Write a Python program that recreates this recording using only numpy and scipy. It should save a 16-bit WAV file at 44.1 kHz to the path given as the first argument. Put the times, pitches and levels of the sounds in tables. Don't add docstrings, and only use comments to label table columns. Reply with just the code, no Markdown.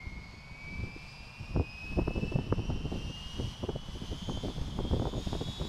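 import sys
import numpy as np
from scipy import signal
from scipy.fft import rfft, irfft
from scipy.io import wavfile
from scipy.ndimage import uniform_filter1d

SR = 44100
rng = np.random.default_rng(int(sys.argv[2]) if len(sys.argv) > 2 else 0)


def persist_wave(psi):
    counts = np.round(np.clip(psi, -1, 1) * 32767).astype(np.int16)
    wavfile.write(sys.argv[1], SR, np.atleast_2d(counts).T)


N = 250488

# time_s, gain_db
AIR_TREBLE = [(0.0, -2), (0.25, -1), (0.8, 0.5), (1.15, 2.6), (1.4, -0.5), (1.9, -1.5), (2.24, .8),
              (2.42, -2.5), (2.85, -1), (3.08, 2.5), (3.48, 2.5), (3.62, -1), (3.8, -3), (4.04, 2),
              (4.48, 0), (4.68, -1), (4.95, -2.3), (5.25, 2.7), (5.68, 0)]
# time_s, level_db
WIND_RUMBLE = [(0.0, -44.5), (0.55, -51), (0.8, -41), (1.0, -50.5), (1.35, -54), (1.56, -41.5),
               (1.72, -53.5), (1.97, -38.5), (2.3, -40), (2.7, -37), (3.05, -35), (3.27, -49),
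               (3.44, -35.5), (3.58, -50.5), (3.75, -39), (4.2, -42.5), (4.42, -38), (4.64, -40),
               (4.95, -34.5), (5.2, -44), (5.68, -42.5)]
# crest_s, flutter_db, thump_db, length_s, snap_db
STRONG_EDDIES = [(0.07, -54, -39, 0.01, -50), (0.337, -43, -48, 0.0092, -51),
                 (0.798, -48, -34.5, 0.027, -51), (0.838, -38, -33, 0.015, -36.5),
                 (0.965, -42, -40, 0.0071, -48), (1.411, -53, -38.5, 0.0095, -61),
                 (1.564, -25, -25.5, .015, -25), (1.598, -29.5, -25.5, 0.026, -25.5),
                 (1.984, -19.5, -25.5, 0.0143, -27.5), (2.081, -30.5, -40, .014, -22),
                 (2.108, -43, -44, .008, -29.5), (2.162, -31, -36, .013, -29), (2.18, -30, -34, .018, -29),
                 (2.235, -32.5, -34.5, 0.035, -40), (2.324, -32, -42, 0.015, -30),
                 (2.36, -24, -23, 0.0062, -54), (2.389, -26.5, -30, .006, -25.5),
                 (2.526, -29, -28, 0.017, -17.5), (2.594, -33, -27.5, 0.022, -28),
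                 (2.703, -27.5, -30, 0.014, -29), (2.857, -32, -31.5, 0.019, -35),
                 (2.925, -32, -38, 0.019, -29.5), (2.957, -35.5, -45, 0.028, -36.5),
                 (3.101, -34, -39, 0.013, -44), (3.401, -28.5, -36, .016, -27.5),
                 (3.451, -43, -35, 0.04, -44), (3.638, -29.5, -33, 0.015, -26),
                 (3.693, -25.5, -39, 0.014, -21), (3.76, -28.5, -30.5, 0.0096, -38),
                 (3.957, -37, -38, 0.014, -39), (4.025, -36.5, -47, 0.019, -41),
                 (4.122, -31.5, -34, 0.016, -46), (4.297, -30, -43, 0.027, -26),
                 (4.374, -44.5, -35, 0.023, -31.5), (4.447, -28, -47, 0.018, -29.5),
                 (4.485, -33, -36, 0.0243, -28), (4.583, -32.5, -36, 0.0074, -36),
                 (4.79, -30, -42, .013, -28), (4.803, -33, -42, .012, -28), (4.852, -34, -35, 0.032, -29.5),
                 (4.913, -34.5, -36, .008, -30), (4.935, -25.5, -28, 0.015, -30),
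                 (4.966, -30, -32, .011, -30), (4.998, -34.5, -40, .01, -26), (5.022, -29, -39, .024, -27),
                 (5.055, -35, -49, 0.014, -23.5), (5.072, -26, -35, .012, -26.5),
                 (5.138, -30, -41, .017, -27.5), (5.18, -32.5, -33, 0.028, -32),
                 (5.272, -29, -26, 0.0067, -37), (5.331, -34, -38, 0.015, -25.5),
                 (5.352, -36, -40, .014, -26), (5.412, -30.5, -44, 0.018, -27),
                 (5.486, -35.5, -37.5, 0.025, -36.5), (5.617, -31, -36, 0.042, -27)]


def from_db(db):
    return np.exp(np.asarray(db) * np.log(10) / 20)


def unit_rms(x):
    return x / np.sqrt(np.mean(x ** 2) + 1e-20)


def curve(rows):
    return np.interp(np.arange(N) / SR, *np.transpose(rows))


def butter(x, hz, kind, order):
    return signal.sosfilt(signal.butter(order, hz, kind, fs=SR, output="sos"), x)


def drift(corner_hz):
    hop, settle = 40, 2000
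    pole = np.exp(-2 * np.pi * hop * corner_hz / SR)
    white = rng.standard_normal(N // hop + settle + 2)
    slow = signal.lfilter([1], [1, -2 * pole, pole * pole], white)[settle:]
    return np.interp(np.arange(N) / hop, np.arange(len(slow)), unit_rms(slow))


def coloured_noise(spectrum):
    hz, db = np.transpose(spectrum)
    bin_hz = np.maximum(np.fft.rfftfreq(N, 1 / SR), 1)
    gain = from_db(np.interp(np.log(bin_hz), np.log(hz), db))
    rolloff = np.minimum(1, bin_hz / hz[0]) ** 2 * np.minimum(1, hz[-1] / bin_hz) ** 2
    return unit_rms(irfft(rfft(rng.standard_normal(N)) * gain * rolloff, N))


def shaft():
    # time_s, speed_hz
    spool_up = [(0.0, 125.53), (2.8, 162.14), (3.5, 171.39), (4.9, 190.52), (5.68, 201.71)]
    speed_hz = curve(spool_up)
    return np.cumsum(speed_hz) / SR, np.log2(speed_hz / speed_hz.mean())


def blade_tone(turns, order, skirt_db, skirt_hz, beat_db):
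    gear_rad = 2 * np.pi * .228 * turns + drift(1.5)
    beat = 1 + from_db(beat_db) * (1 + .5 * drift(2.2)) * np.cos(gear_rad)
    skirt = from_db(skirt_db) * (drift(skirt_hz) + 1j * drift(skirt_hz))
    return unit_rms(np.real((beat + skirt) * np.exp(2j * np.pi * order * turns)))


def rasp(turns, order, width_hz):
    turbulence = drift(width_hz) + 1j * drift(width_hz)
    return unit_rms(np.real(turbulence * np.exp(2j * np.pi * order * turns)))


def compressor(turns, speed_oct):
    # time_s, level_db
    main_fade = [(0.0, -48), (0.4, -59.5), (0.71, -44), (1.12, -57), (1.5, -56.5), (1.86, -43.5),
                 (2.02, -49.5), (2.28, -48), (2.52, -59.5), (2.88, -57.5), (3.17, -46.5), (3.69, -58.5),
                 (4.05, -56.5), (4.36, -49.5), (4.64, -70), (4.9, -48.5), (5.08, -76), (5.46, -48),
                 (5.68, -53.5)]
    middle_fade = [(0.0, -56), (0.35, -79), (0.6, -64), (1.15, -65), (1.6, -61), (1.9, -66), (2.4, -66),
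                   (2.7, -60), (3.1, -66), (3.5, -57), (3.8, -66), (4.25, -54), (4.65, -61.5),
                   (5.05, -55.5), (5.68, -59)]
    upper_fade = [(0.1, -85), (0.55, -60.5), (1.4, -57.5), (1.9, -66), (2.2, -60), (3.35, -56),
                  (4.08, -63.5), (4.4, -54.5), (4.8, -68), (5.2, -58.5), (5.54, -51), (5.68, -52)]
    out = np.zeros(N)
    for order, fade in (17, main_fade), (18, middle_fade), (19, upper_fade):
        tone = blade_tone(turns, order, skirt_db=-16 + 3 * speed_oct, skirt_hz=30, beat_db=-16)
        out += from_db(curve(fade) - 1) * tone
    out += from_db(-62 + 1.6 * speed_oct + .77 * drift(5.2)) * rasp(turns, order=17, width_hz=110)
    out += from_db(-65 + 10 * speed_oct + 1.4 * drift(1.4)) * rasp(turns, order=19, width_hz=150)
    return out


def swell_db(order):
    # peak_s, shaft_order, gain_db, width_s
    swells = [(0.3, 38, 9, .2), (0.37, 51, 12, .3), (1.1, 36, 8, .3), (1.22, 34, 8, .2), (1.5, 38, 12, .2),
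              (1.76, 34, 10, .42), (1.95, 57, 9, .8), (2.0, 76, 10, .65), (2.62, 36, 8, .25),
              (3.45, 34, 8, .4), (3.43, 38, 6, .3), (3.5, 51, 10, .4), (4.15, 57, 11, .9), (4.2, 76, 9, .4),
              (4.22, 38, 9, .35), (4.3, 36, 7, .2), (4.62, 34, 5, .25), (5.25, 34, 6, .25)]
    t = np.arange(N) / SR
    return sum(db * np.exp(-(2 * (t - peak_s) / width_s) ** 2 * np.log(2))
               for peak_s, shaft_order, db, width_s in swells if shaft_order == order)


def whine(fading_depth_db=4.5, fading_hz=4.3, treble_share=.83):
    # order, db (at mean speed), rise_db (per octave of speed), skirt_db
    tones = [dict(order=11.33, db=-76, rise_db=6, skirt_db=-2),
             dict(order=16, db=-67, rise_db=11, skirt_db=8), dict(order=20, db=-79, rise_db=5, skirt_db=-1),
             dict(order=34, db=-70.5, rise_db=-1, skirt_db=-7.5),
             dict(order=36, db=-74, rise_db=-3, skirt_db=-10),
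             dict(order=38, db=-78.5, rise_db=-4, skirt_db=-7),
             dict(order=51, db=-88, rise_db=-11, skirt_db=-11),
             dict(order=61, db=-89, rise_db=-1, skirt_db=-9),
             dict(order=57, db=-90.5, rise_db=6, skirt_db=-8),
             dict(order=76, db=-96.5, rise_db=-3, skirt_db=-10)]
    turns, speed_oct = shaft()
    air_db = treble_share * curve(AIR_TREBLE)
    out = compressor(turns, speed_oct)
    for tone in tones:
        level_db = tone["db"] + tone["rise_db"] * speed_oct + air_db + swell_db(tone["order"])
        fading_db = fading_depth_db * np.tanh(drift(fading_hz))
        partial = blade_tone(turns, tone["order"], tone["skirt_db"], skirt_hz=28, beat_db=-11.5)
        out += from_db(level_db + fading_db) * partial
    rasp_db = -70 - 7.1 * speed_oct + air_db + 2 * np.tanh(drift(2.8))
    return out + from_db(rasp_db) * rasp(turns, order=34, width_hz=300)


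def with_hangar_echo(direct, delay_s=.079):
    # time_s, gain_db
    echo_level = [(0, -13), (1.0, -36), (1.7, -24), (2.05, -9.5), (2.35, -6), (2.7, -6.5), (3.3, -17),
                  (4.3, -30), (5.68, -22)]
    lag = int(delay_s * SR)
    delayed = np.concatenate([np.zeros(lag), direct[:N - lag]])
    return direct + from_db(curve(echo_level)) * delayed


def roar_and_hiss():
    # freq_hz, density_db
    roar = [(60, 8), (150, 15), (300, -5.5), (450, -2), (700, 1), (1000, 3.5), (1400, -4.5), (1900, -9),
            (3000, -11.5), (5000, -22)]
    hiss = [(1500, -3.5), (2200, -2.5), (3000, 3), (4000, 2), (5100, 3), (6300, -6), (7500, -12),
            (9500, -29)]
    high_hiss = [(5500, -19), (7500, 0), (10000, -3), (12000, -8.5), (14000, -11), (16000, -19)]
    layers = (roar, -52.5, 5.2, .05), (hiss, -58.5, 11, 1), (high_hiss, -72.5, 15.4, .84)
    _, speed_oct = shaft()
    air_db = curve(AIR_TREBLE) + 1.2 * drift(4.4)
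    out = np.zeros(N)
    for spectrum, base_db, rise_db_per_oct, treble_share in layers:
        level_db = base_db + rise_db_per_oct * speed_oct + treble_share * air_db
        out += from_db(level_db) * coloured_noise(spectrum)
    return out


def breeze(even_span_s=.0422):
    # freq_hz, density_db
    spectrum = [(15, -1.5), (25, 0), (38, -1.5), (60, -2.5), (110, -9.5), (200, -11), (350, -27),
                (700, -33)]
    lumps_db = 4.2 * drift(15.5)
    rumble = coloured_noise(spectrum)
    local_power = uniform_filter1d(rumble * rumble, int(even_span_s * SR) + 1)
    even_rumble = rumble / np.sqrt(local_power + 1e-9)
    return from_db(curve(WIND_RUMBLE) - 1 + lumps_db) * even_rumble


def eddy_burst(noise, t, length_s, rise_share):
    slope_s = length_s * np.where(t < 0, rise_share, 1 - rise_share)
    swell = 1 / np.cosh(np.clip(t / slope_s, -50, 50))
    burst = noise * swell
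    return burst * np.sqrt(np.sum(swell ** 2) / np.sum(burst ** 2))


def puffs(eddies, kicks_per_s=1000, thump_band_hz=(35, 115)):
    size = SR // 4
    t = (np.arange(size) - size // 2) / SR
    out = np.zeros(N + 2 * size)
    for crest_s, flutter_db, thump_db, length_s, *_ in eddies:
        white = rng.standard_normal((2, size))
        kicks = white[0] * (rng.random(size) < kicks_per_s / SR) + .014 * white[1]
        top_hz = 470 * from_db(.29 * (flutter_db + 34))
        flutter = butter(kicks, 150, "high", order=2)
        flutter = butter(flutter, 95, "low", order=1)
        flutter = butter(flutter, top_hz, "low", order=3)
        flutter = eddy_burst(flutter, t, length_s, rise_share=.34)
        thump = butter(white[1], thump_band_hz, "band", order=2)
        thump = eddy_burst(thump, t, 1.17 * length_s, rise_share=.63)
        start = int(crest_s * SR) + size // 2
        out[start:start + size] += from_db(flutter_db - 4) * flutter + from_db(thump_db) * thump
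    return butter(out[size:size + N], 1930, "low", order=3)


def snaps(port_hz=2100, crackle_db=-21, crackle_s=.0024, second_jump_db=-6.5):
    size = SR // 20
    t = np.arange(size) / SR
    out = np.zeros(N + 2 * size)
    for crest_s, _, _, length_s, snap_db in STRONG_EDDIES:
        second_s = crest_s + length_s * rng.uniform(-.598, 1)
        for jump_s, level_db in (crest_s, snap_db), (second_s, snap_db + second_jump_db):
            top_hz = 870 * from_db(.31 * (level_db + 29.5))
            snap = from_db(crackle_db) * rng.standard_normal(size) * np.exp(-t / crackle_s)
            snap[0] = rng.choice([-1, 1])
            snap = butter(snap, 165, "high", order=2)
            snap = butter(snap, 240, "low", order=1)
            snap = butter(snap, top_hz, "low", order=3)
            snap = butter(snap, port_hz, "low", order=3)
            start = int((jump_s - .001) * SR)
            out[start:start + size] += from_db(level_db + 1) * snap / np.abs(snap).max()
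    return out[:N]


def weak_eddies(eddies_per_s=8, spread_db=3, slot_s=.05):
    slots_s = np.arange(0, N / SR - slot_s, slot_s)
    offset, chance, strength, stretch = rng.random((len(slots_s), 4)).T
    crest_s = slots_s + slot_s * offset
    level_db = np.interp(crest_s, *np.transpose(WIND_RUMBLE)) + spread_db * (2 * strength - 1)
    eddies = np.transpose([crest_s, level_db - 1.5, level_db - 3.5, .016 * (.5 + stretch)])
    return eddies[chance < eddies_per_s * slot_s]


def scene():
    turbine = with_hangar_echo(whine()) + roar_and_hiss()
    wind = breeze() + puffs(STRONG_EDDIES) + snaps() + puffs(weak_eddies())
    return (turbine + wind)[None]


def record(dry):
    fade_s, cutoff_hz = .004, 15150
    fade_in = np.minimum(np.arange(N) / (fade_s * SR), 1)
    return signal.sosfilt(signal.ellip(12, .2, 90, cutoff_hz, fs=SR, output="sos"), dry * fade_in)


dry = scene()
out = record(dry)
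persist_wave(out)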